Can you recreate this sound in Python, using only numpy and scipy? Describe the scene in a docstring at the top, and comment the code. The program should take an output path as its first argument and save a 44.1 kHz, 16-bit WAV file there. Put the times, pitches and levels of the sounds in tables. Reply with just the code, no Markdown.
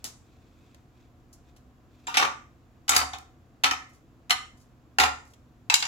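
"""First comes a small, bright snap over a low hum: peanut brittle is broken by hand while fingers
rub on it and on baking paper. Then six pieces are tossed one by one into a dish on the left.
Each lands with a hard clack, a burst of tiny cracks in the sugar, and rocks until it lies still.
The dish rings, the counter thumps and the bare kitchen echoes. After each toss but the first,
the paper rustles faintly as the hand returns to it."""
import sys
import numpy as np
from scipy import signal
from scipy.fft import rfft, irfft, next_fast_len
from scipy.io import wavfile
from scipy.ndimage import uniform_filter1d

SR = 44100
rng = np.random.default_rng(int(sys.argv[2]) if len(sys.argv) > 2 else 0)


def wav_out(sig):
    """Save sig, one row per channel (or a flat mono array), as 16-bit PCM at SR to the path in sys.argv[1]."""
    wavfile.write(sys.argv[1], SR, np.round(np.clip(np.atleast_2d(sig).T, -1, 1) * 32767).astype(np.int16))


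N = 258867
HIT_SIZE = 16384  # samples in one hit
HIT_TIME, HIT_HZ = np.arange(HIT_SIZE) / SR, np.fft.rfftfreq(HIT_SIZE, 1 / SR)
FADE_OUT = signal.windows.tukey(2 * HIT_SIZE, .6)[HIT_SIZE:]

# A colour says how strong the low and high parts of a sound are: (frequency [Hz], relative level [dB])
HUM_COLOUR = [(12, -53), (20, -14), (47, -2), (86, 1), (119, -8.5), (138, -0.5), (155, -12), (237, -8),
              (345, -8.5), (387, -19), (434, -15), (653, -20), (721, -15), (795, -22), (1000, -34),
              (1300, -44.5), (2200, -120)]  # the room's low hum
HISS_COLOUR = [(590, -27.5), (1000, -2.5), (2010, -13.5), (2150, -14.5), (2590, -14.5), (3050, -17),
               (4210, -20), (5760, -22), (6400, -22), (7100, -20), (8960, -33.5), (11800, -26.5),
               (16000, -29.5)]  # faint hiss
RUB_COLOUR = [(300, -18), (1200, -7.5), (1430, 0), (1800, -10), (2300, 0.5), (2600, 2.5), (2850, -9.5),
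              (3500, 0.5), (4100, -4.5), (5000, -7.5), (7500, -8.5), (9500, -24.5), (14000, -20.5)]  # sliding fingers
SNAP_COLOUR = [(100, -2.5), (700, -1), (1600, -3.5), (3200, 0), (5000, 1.5), (7200, 2), (9000, -3.5),
               (14000, -8.5), (16000, -15)]  # snaps and paper rustles
CRUNCH_COLOUR = [(100, -24.5), (400, -13), (620, -12.5), (760, 2), (1400, -2), (1650, -5.5), (2400, 2.5),
                 (3200, -4), (3700, -2.5), (4550, -7), (5200, -6), (7300, -4.5), (8400, -10), (13000, -13),
                 (16000, -25)]  # a hard contact
ROOM_COLOUR = [(100, -14), (500, -3), (1100, 2), (2500, -6.5), (6000, -5), (14000, -10)]  # the kitchen's echo
# tones of an appliance: (frequency [Hz], relative level [dB])
APPLIANCE_TONES = [(118.4, -60), (247.6, -63), (436.0, -85), (710.6, -84)]
# how long the kitchen echoes: (frequency [Hz], time to fade by 60 dB [s])
ROOM_DECAY = [(100, 0.35), (300, 0.66), (800, 0.31), (2000, 0.38), (4500, 0.31), (7500, 0.41),
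              (11000, 0.28), (16000, 0.15)]
# bounces off counter, wall and cupboard: (delay [s], level [dB])
NEAR_ECHOES = [(.0045, -10.5), (.0125, -10.5), (.0175, -15), (.0225, -16.5), (0.028, -20.5)]
# sound from the left reaches the right ear later: (frequency [Hz], delay [s])
RIGHT_LAG = [(80, .00005), (270, .0004), (500, 0.00016), (850, 0.00022), (1100, .00036), (1500, 0.00044),
             (2200, 0.00027), (16000, .0003)]
# fingers sliding on brittle and paper: (middle time [s], length [s], relative level [dB])
STROKES = [(0.034, 0.22, -70), (0.346, 0.44, -73.5), (0.638, 0.58, -72.5), (1.01, 0.2, -73.5),
           (1.485, 0.11, -72), (2.02, 0.33, -71)]
# snaps in the hand: (time [s], relative level [dB], extra treble [dB], fade time [s])
SNAPS = [(0.042, -37.5, 7, 0.0015), (0.047, -33, 2, 0.021), (0.745, -51.5, -7, 0.0035),
         (1.328, -64.5, 16, 0.015), (1.563, -54.5, -3.5, 0.012), (3.185, -44.5, -2.5, 0.0016),
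         (5.335, -52, -5, 0.0061)]
# Modes are the tones a struck thing rings with:
# (frequency [Hz], relative level [dB], time to fade by 60 dB [s])
DISH_MODES = [(751.5, 7.5, 0.28), (836, -4.5, 0.2), (964, -1.5, 0.24), (960, -7, 0.12), (1206, 3, 0.24),
              (1266, -4.5, 0.19), (1384, 1.5, 0.19), (1444, -1.5, 0.18), (1786, -0.5, 0.35),
              (1800, -4, 0.1), (2070, -10.5, 0.88), (2190, -8.5, 0.14), (2316, -15.5, 0.15),
              (2393, -12, .19), (2514, 4.5, 0.17), (2585, -2.5, 0.14), (2786, -7.5, 0.18), (2906, -2, 0.18),
              (3100, -6.5, 0.27), (3110, -5.5, 0.34), (4100, -20, .12), (4253, -4, 0.24),
              (5030, -10.5, .07)]  # the dish itself
COUNTER_MODES = [(138.9, -12.5, .12), (240, -16, 0.53), (270.3, -3, 0.34), (315, 1, 0.067),
                 (443.5, -3, 0.19), (550, -3, 0.2)]  # the dish rocking on the counter
SLAB_MODES = [(76, -0.5, 0.45), (60, -9, .2), (104, -7.5, 0.17)]  # the boom of the counter slab
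# the first piece grazes the dish: (time [s], frequency [Hz], level [dB], time to fade by 60 dB [s])
CHINKS = [(2.0695, 7350, -11.5, 0.049), (2.082, 949, -3, 0.098), (2.093, 2740, -13, 0.15)]
# each piece's shape favours its own tones; one list a piece: (frequency [Hz], relative boost [dB])
PIECE_RESONANCES = [
    [(842, 7.5), (1181, 13), (1426, 15.5), (1851, 10), (2387, 2.5), (2670, 7), (3114, 6.5), (3666, 5.5),
     (5708, 4), (6193, 4.5), (7197, -0.5), (8139, 4)],
    [(748, 7.5), (998, 0), (1192, 6.5), (1361, 9), (2987, 5.5), (3671, 8), (4037, -1), (4731, 6), (5657, 4),
     (6180, -2), (6831, 6.5), (7560, -1)],
    [(753, 7.5), (1326, 17), (1800, 11.5), (2112, 0), (2562, 2.5), (2753, 1), (3046, 8), (3663, 7),
     (4357, 6), (5488, -0.5), (6225, 6.5), (8118, 0.5)],
    [(748, 14.5), (968, 2.5), (1219, 16), (2034, 9.5), (3017, 1), (3609, 1), (3781, 6), (4320, 2.5),
     (5019, 8.5), (5544, 1.5), (5808, 9.5), (7070, 11.5)],
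    [(858, 4.5), (1063, 4), (1370, 12), (1857, 10.5), (2072, -1.5), (2379, 3.5), (2796, 6), (3046, -2.5),
     (3633, 2.5), (4349, 2), (4839, 7), (7358, 6)],
    [(944, 11), (1178, 7.5), (2061, 3), (2414, -8), (2815, 7), (4029, 9.5), (4885, 12.5), (5525, 6),
     (6182, 5), (6998, 14.5), (7332, 0), (7805, 16)],
]
# A clack has four parts, from low to high: thud, knock, crack and sparkle. One row a tossed piece:
# (landing time [s], relative rocking level [dB], rocking length [s], thud offset [dB], slab offset [dB])
TOSSES = [(2.176, -22, 0.082, -15, -13), (2.895, -24, 0.13, -16.5, 8), (3.64, -24.5, 0.03, -19, 4),
          (4.308, -43, .03, -22.5, -6), (4.997, -21, 0.0658, -15.5, 5.5), (5.701, -27.5, 0.032, -30, -7)]
# the clacks that stand out:
# (time [s], relative level [dB], knock offset [dB], sparkle offset [dB], fade time [s])
CLACKS = [(2.0694, -31, 0.5, -8.5, 0.034), (2.142, -22.5, -6.5, -12.5, 0.018),
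          (2.17, -12.5, -6, -8.5, 0.0072), (2.224, -25, 10, -12.5, 0.003),
          (2.8805, -29, -7.5, -3.5, 0.0054), (2.8917, -19.5, -2, 6, 0.0046), (2.947, -26, -14.5, 1, 0.0075),
          (2.963, -18, -1.5, 5, .0045), (3.013, -30, 7, -22.5, 0.003), (3.133, -33.5, 2, -11, 0.0071),
          (3.636, -16.5, -4, -8.5, .007), (3.642, -13.5, -6.5, -13, .003), (3.7105, -21.5, -0.5, -9, .0025),
          (4.296, -32, -0.5, -3.5, 0.0073), (4.306, -13, -7.5, -8.5, 0.0036), (4.985, -17, 2.5, -9, 0.0031),
          (4.9975, -13, -6, -8, 0.0074), (5.034, -23, 5, -3.5, .007), (5.6989, -15, -8, -12, 0.0029),
          (5.7405, -12, -21, 0, 0.0021), (5.8245, -21.5, -7.5, -14, 0.0038),
          (5.852, -29.5, -8.5, -4.5, .0055)]


def gain_of(db):
    """Turns decibels into a number to multiply by."""
    return 10 ** (np.asarray(db) / 20)


def unit_power(x):
    """Scales a signal to an average power of 1."""
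    return x / np.sqrt(np.mean(x ** 2) + 1e-20)


def unit_energy(x):
    """Scales each channel to a total energy of 1."""
    return x / np.sqrt(np.sum(x ** 2, -1, keepdims=True) + 1e-20)


def look_up(table, hz):
    """Reads between a table's rows, with frequency spaced like pitch."""
    row_hz, values = np.transpose(table)
    return np.interp(np.log(hz + 1), np.log(row_hz + 1), values)


def add(mix, start_s, sound):
    """Mixes a sound in at a given time."""
    part = mix[:, round(start_s * SR):][:, :sound.shape[1]]
    part += sound[:, :part.shape[1]]


def shortest_click(gain):
    """The spectrum of the shortest click that has this colour."""
    log_gain = np.log(np.maximum(np.r_[gain, gain[-2:0:-1]], gain.max() / 10 ** 5))
    return np.exp(signal.hilbert(log_gain).conj())[:len(gain)]


def band(low_hz, high_hz):
    """Gains that keep only what lies between two frequencies."""
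    return 1 / np.sqrt((1 + (low_hz / (HIT_HZ + 1)) ** 12) * (1 + (HIT_HZ / high_hz) ** 12))


def right_delay(hz):
    """The phase shift that makes the right side slightly late."""
    return np.exp(-2j * np.pi * hz * look_up(RIGHT_LAG, hz))


def noise(colour, alike):
    """Steady coloured noise; at alike=1, left and right are the same."""
    shared, separate = rng.standard_normal(N), rng.standard_normal((2, N))
    pair = np.sqrt(alike) * shared + np.sqrt(1 - alike) * separate
    size = next_fast_len(N)
    gains = gain_of(look_up(colour, np.fft.rfftfreq(size, 1 / SR)))
    return unit_power(irfft(rfft(pair, size) * gains, size)[:, :N])


def background(hum_db=-57.5, hiss_db=-69.5, waver_radians=0.17):
    """The room's low hum, a faint hiss and the wavering tones of an appliance."""
    t, knots = np.arange(N) / SR, np.linspace(0, N / SR, 40)
    tones = np.zeros(N)
    for hz, db in APPLIANCE_TONES:
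        waver = waver_radians * np.interp(t, knots, rng.standard_normal(len(knots)))
        tones += gain_of(db - 2) * np.sin(2 * np.pi * hz * t + waver)
    hum = gain_of(hum_db) * noise(HUM_COLOUR, alike=0.85)
    hiss = gain_of(hiss_db) * noise(HISS_COLOUR, alike=0.29)
    return hum + hiss + tones


def kitchen_reverb(sound, gap_s=0.0025, build_s=0.0017, alike_hz=850, size=32768):
    """Countless bounces round the room blur into a tail whose highest treble dies first."""
    t = np.arange(size) / SR
    bounces_per_s = 1200 + 40000 * t
    bounces = rng.choice([-1., 1.], (2, size)) * (rng.random((2, size)) < bounces_per_s / SR)
    bounces *= (1 - np.exp(-np.maximum(t - gap_s, 0) / build_s)) / np.sqrt(1 + 33 * t)
    hz, age_s, (left, right) = signal.stft(bounces, SR, nperseg=256)
    alike = np.sinc(hz[:, None] / alike_hz)  # both ears get nearly the same bass
    spectra = np.array([left, alike * left + np.sqrt(1 - alike ** 2) * right])
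    spectra *= gain_of(-60 * age_s / look_up(ROOM_DECAY, hz)[:, None])
    band_energy = np.sum(abs(spectra) ** 2, -1, keepdims=True)
    spectra /= np.sqrt(uniform_filter1d(band_energy, 3, axis=1))
    plain = signal.istft(spectra, SR, nperseg=256)[1]
    tail = signal.istft(spectra * gain_of(look_up(ROOM_COLOUR, hz))[:, None], SR, nperseg=256)[1]
    return signal.fftconvolve(sound, tail / np.linalg.norm(plain[0]), axes=1)[:, :N]


def shifting_reverb(sound, tails=4, changes_per_s=37):
    """Fades between several room tails, so each clack echoes with a slightly different colour."""
    turn = np.arange(N) / SR * changes_per_s
    distance = abs((turn - np.arange(tails)[:, None]) % tails - tails / 2)
    shares = np.cos(np.pi / 2 * np.minimum(distance, 1))
    return sum(kitchen_reverb(sound * share) for share in shares)


def near_echoes(sound, skew_s=0.00031):
    """Single bounces off nearby surfaces, each from its own direction."""
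    out = np.zeros((2, N))
    for delay, db in NEAR_ECHOES:
        add(out[:1], delay, gain_of(db) * sound[:1])
        add(out[1:], delay + rng.uniform(-1, 1) * skew_s, gain_of(db) * sound[1:])
    return out


def finger_rub(rough_db=2, resting_db=-89):
    """Sliding fingers catch and slip; each stroke swells and fades."""
    t = np.arange(N) / SR
    catches = unit_power(uniform_filter1d(rng.standard_normal(N), 400))
    strokes = sum(gain_of(db) * np.cos(np.pi * np.clip((t - middle) / length, -.5, .5)) ** 2
                  for middle, length, db in STROKES)
    return (gain_of(resting_db) + strokes) * gain_of(rough_db * catches) * noise(RUB_COLOUR, alike=0.65)


def crackle(fade_s, scatter=0.93, grain_db=7, build_s=.0025):
    """Stereo spectrum of a burst of tiny cracks, heard directly and scattered by nearby surfaces."""
    sizes = gain_of(grain_db * np.minimum(rng.exponential(1, (3, HIT_SIZE)), 4))
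    grains = rng.choice([-1, 1], sizes.shape) * sizes * np.exp(-HIT_TIME / fade_s)
    direct = unit_energy(grains[0])
    scattered = unit_energy(grains[1:] * (1 - np.exp(-HIT_TIME / build_s)))
    left, right = rfft(np.roll(direct + scatter * scattered, 8, axis=1))
    return np.array([left, right * right_delay(HIT_HZ)])


def paper_rustles(after_s=.24, within_s=.08, db=-69, treble_db=9, fade_s=.022, count=3):
    """Faint ticks of the hand returning to the paper. Gives rows like SNAPS."""
    rows = []
    for landing_s, *_ in TOSSES[1:]:
        delays = after_s + within_s * (np.arange(count) + rng.random(count)) / count
        rows += [(landing_s + delay, db, treble_db, fade_s) for delay in delays]
    return rows


def snaps_and_rustles(boost_db=22):
    """Thin, bright crackles: paper is brushed, and brittle breaks in a hand that stops it ringing."""
    out, colour = np.zeros((2, N)), unit_power(gain_of(look_up(SNAP_COLOUR, HIT_HZ)))
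    for start_s, db, treble_db, fade_s in SNAPS + paper_rustles():
        click = shortest_click(colour * gain_of(treble_db * band(4400, 20000)))
        add(out, start_s, gain_of(db + boost_db) * FADE_OUT * irfft(crackle(fade_s) * click))
    return out


def ring(modes, vary_db=2):
    """A struck thing rings with dying tones, in a slightly different balance at every blow."""
    hz, db, decay_s = np.transpose(modes)[:, :, None]
    weight, phase = rng.standard_normal((2, len(modes), 1))
    envelope = gain_of(db + vary_db * weight - 60 * HIT_TIME / decay_s)
    envelope *= 1 - np.exp(-HIT_TIME * hz)  # a tone takes about one cycle to build up
    tones = envelope * np.exp(2j * np.pi * (hz * HIT_TIME + phase))
    left, right = tones.sum(0).imag, (tones * right_delay(hz)).sum(0).imag
    return FADE_OUT * unit_energy(np.array([left, right]))


def rocking(landing_s, first_db, length_s, gap_s=.019, jitter=.4, fade_db_per_s=75.5):
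    """A rocking piece gives ever weaker dull taps until it lies still. Gives rows like CLACKS."""
    knock_db, sparkle_db, fade_s = 1.5, -12, 0.0069
    delays = gap_s * (np.arange(1, 6) + jitter * (rng.random(5) - .5))
    moving = np.clip((length_s - delays) / gap_s + .5, .001, 1)
    levels = first_db - fade_db_per_s * (delays - gap_s) + 20 * np.log10(moving)
    return [(landing_s + delay, db, knock_db, sparkle_db, fade_s) for delay, db in zip(delays, levels)]


def rebounds(level_db=-13, spread_s=.025, fade_db_per_s=190, count=4):
    """Spectrum of one contact followed by a few tiny bounces."""
    delays = np.minimum(.006 + rng.exponential(spread_s, count), .12)
    strengths = gain_of(level_db - fade_db_per_s * delays)
    clicks = np.zeros(HIT_SIZE)
    clicks[0] = 1
    clicks[(delays * SR).astype(int)] += strengths * rng.choice([-1, 1], count)
    return rfft(clicks)


def strike_spot(uneven_db=3.5, width=70):
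    """Where a piece is struck decides which of its high tones answer."""
    ripple = uniform_filter1d(rng.standard_normal(len(HIT_HZ)), width)
    ripple = unit_power(uniform_filter1d(ripple, width))
    return shortest_click(gain_of(uneven_db * ripple * HIT_HZ / (HIT_HZ + 2000)))


def piece_click(resonances, depth=0.72, vary=.3):
    """One piece's click as four spectra: thud, knock, crack and sparkle."""
    shares = 1 + vary * rng.standard_normal(len(resonances))
    # the nuts damp the sugar, so its resonances are wide and die within milliseconds
    peaks_db = sum(share * db * np.exp(-((HIT_HZ - hz) / (45 + .028 * hz)) ** 2)
                   for share, (hz, db) in zip(shares, resonances))
    colour = gain_of(look_up(CRUNCH_COLOUR, HIT_HZ) + depth * peaks_db)
    bands_hz = [(130, 629), (450, 1600), (1600, 5080), (5000, 30000)]
    return [shortest_click(colour * band(*edges)) for edges in bands_hz]


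def piece_at(time_s):
    """Which piece lands nearest to this time."""
    return np.argmin([abs(time_s - toss[0]) for toss in TOSSES])


def landings(dish_boost_db=17.5, dish_follows_knock=0.79, counter_boost_db=23):
    """Every clack and rocking tap crunches, rings the dish and thumps the counter."""
    crunch, ringing = np.zeros((2, 2, N))
    *_, thud_offsets, slab_offsets = np.transpose(TOSSES)
    taps = [tap for toss in TOSSES for tap in rocking(*toss[:3])]
    for start_s, db, knock_db, sparkle_db, fade_s in CLACKS + taps:
        piece = piece_at(start_s)
        burst = crackle(fade_s) * strike_spot() * rebounds()
        parts = [unit_energy(irfft(burst * part)) for part in piece_click(PIECE_RESONANCES[piece])]
        thud_db = knock_db + thud_offsets[piece]
        gains = gain_of([thud_db + 22, knock_db + 21.5, 23, sparkle_db + 22])  # the third is the crack
        clack = sum(gain * part for gain, part in zip(gains, parts))
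        add(crunch, start_s, gain_of(db) * FADE_OUT * clack)
        # a heavy, flat blow favours the dish's low tones, a glancing one its high tones
        modes = [(hz, mode_db + knock_db * (hz < 1600), decay_s) for hz, mode_db, decay_s in DISH_MODES]
        add(ringing, start_s, gain_of(db + dish_boost_db + dish_follows_knock * knock_db) * ring(modes))
        add(ringing, start_s, gain_of(db + counter_boost_db + thud_db) * ring(COUNTER_MODES))
    for start_s, hz, db, decay_s in CHINKS:
        add(ringing, start_s, gain_of(db) * ring([(hz, 0, decay_s)]))
    for start_s, db, knock_db, *_ in CLACKS:  # only the clacks shake the slab
        slab_db = db + knock_db + slab_offsets[piece_at(start_s)]
        add(ringing, start_s, gain_of(slab_db) * ring(SLAB_MODES))
    return crunch, ringing


def scene():
    """The hands and the dish in the humming kitchen."""
    crunch, ringing = landings()
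    hands = snaps_and_rustles()
    room = shifting_reverb(gain_of(-2) * crunch + gain_of(-9) * ringing + gain_of(-3) * hands)
    return crunch + near_echoes(crunch) + ringing + hands + room + finger_rub() + background()


def record(dry, cutoff_hz=16300):
    """Rounds off the loudest peaks, then cuts the very highest treble."""
    rounded = dry / (1 + abs(dry) ** 6) ** (1 / 6)
    low_pass = signal.firwin(255, cutoff_hz, window=("kaiser", 9), fs=SR)
    return signal.oaconvolve(rounded, low_pass[None], "same")


dry = scene()
out = record(dry)
wav_out(out)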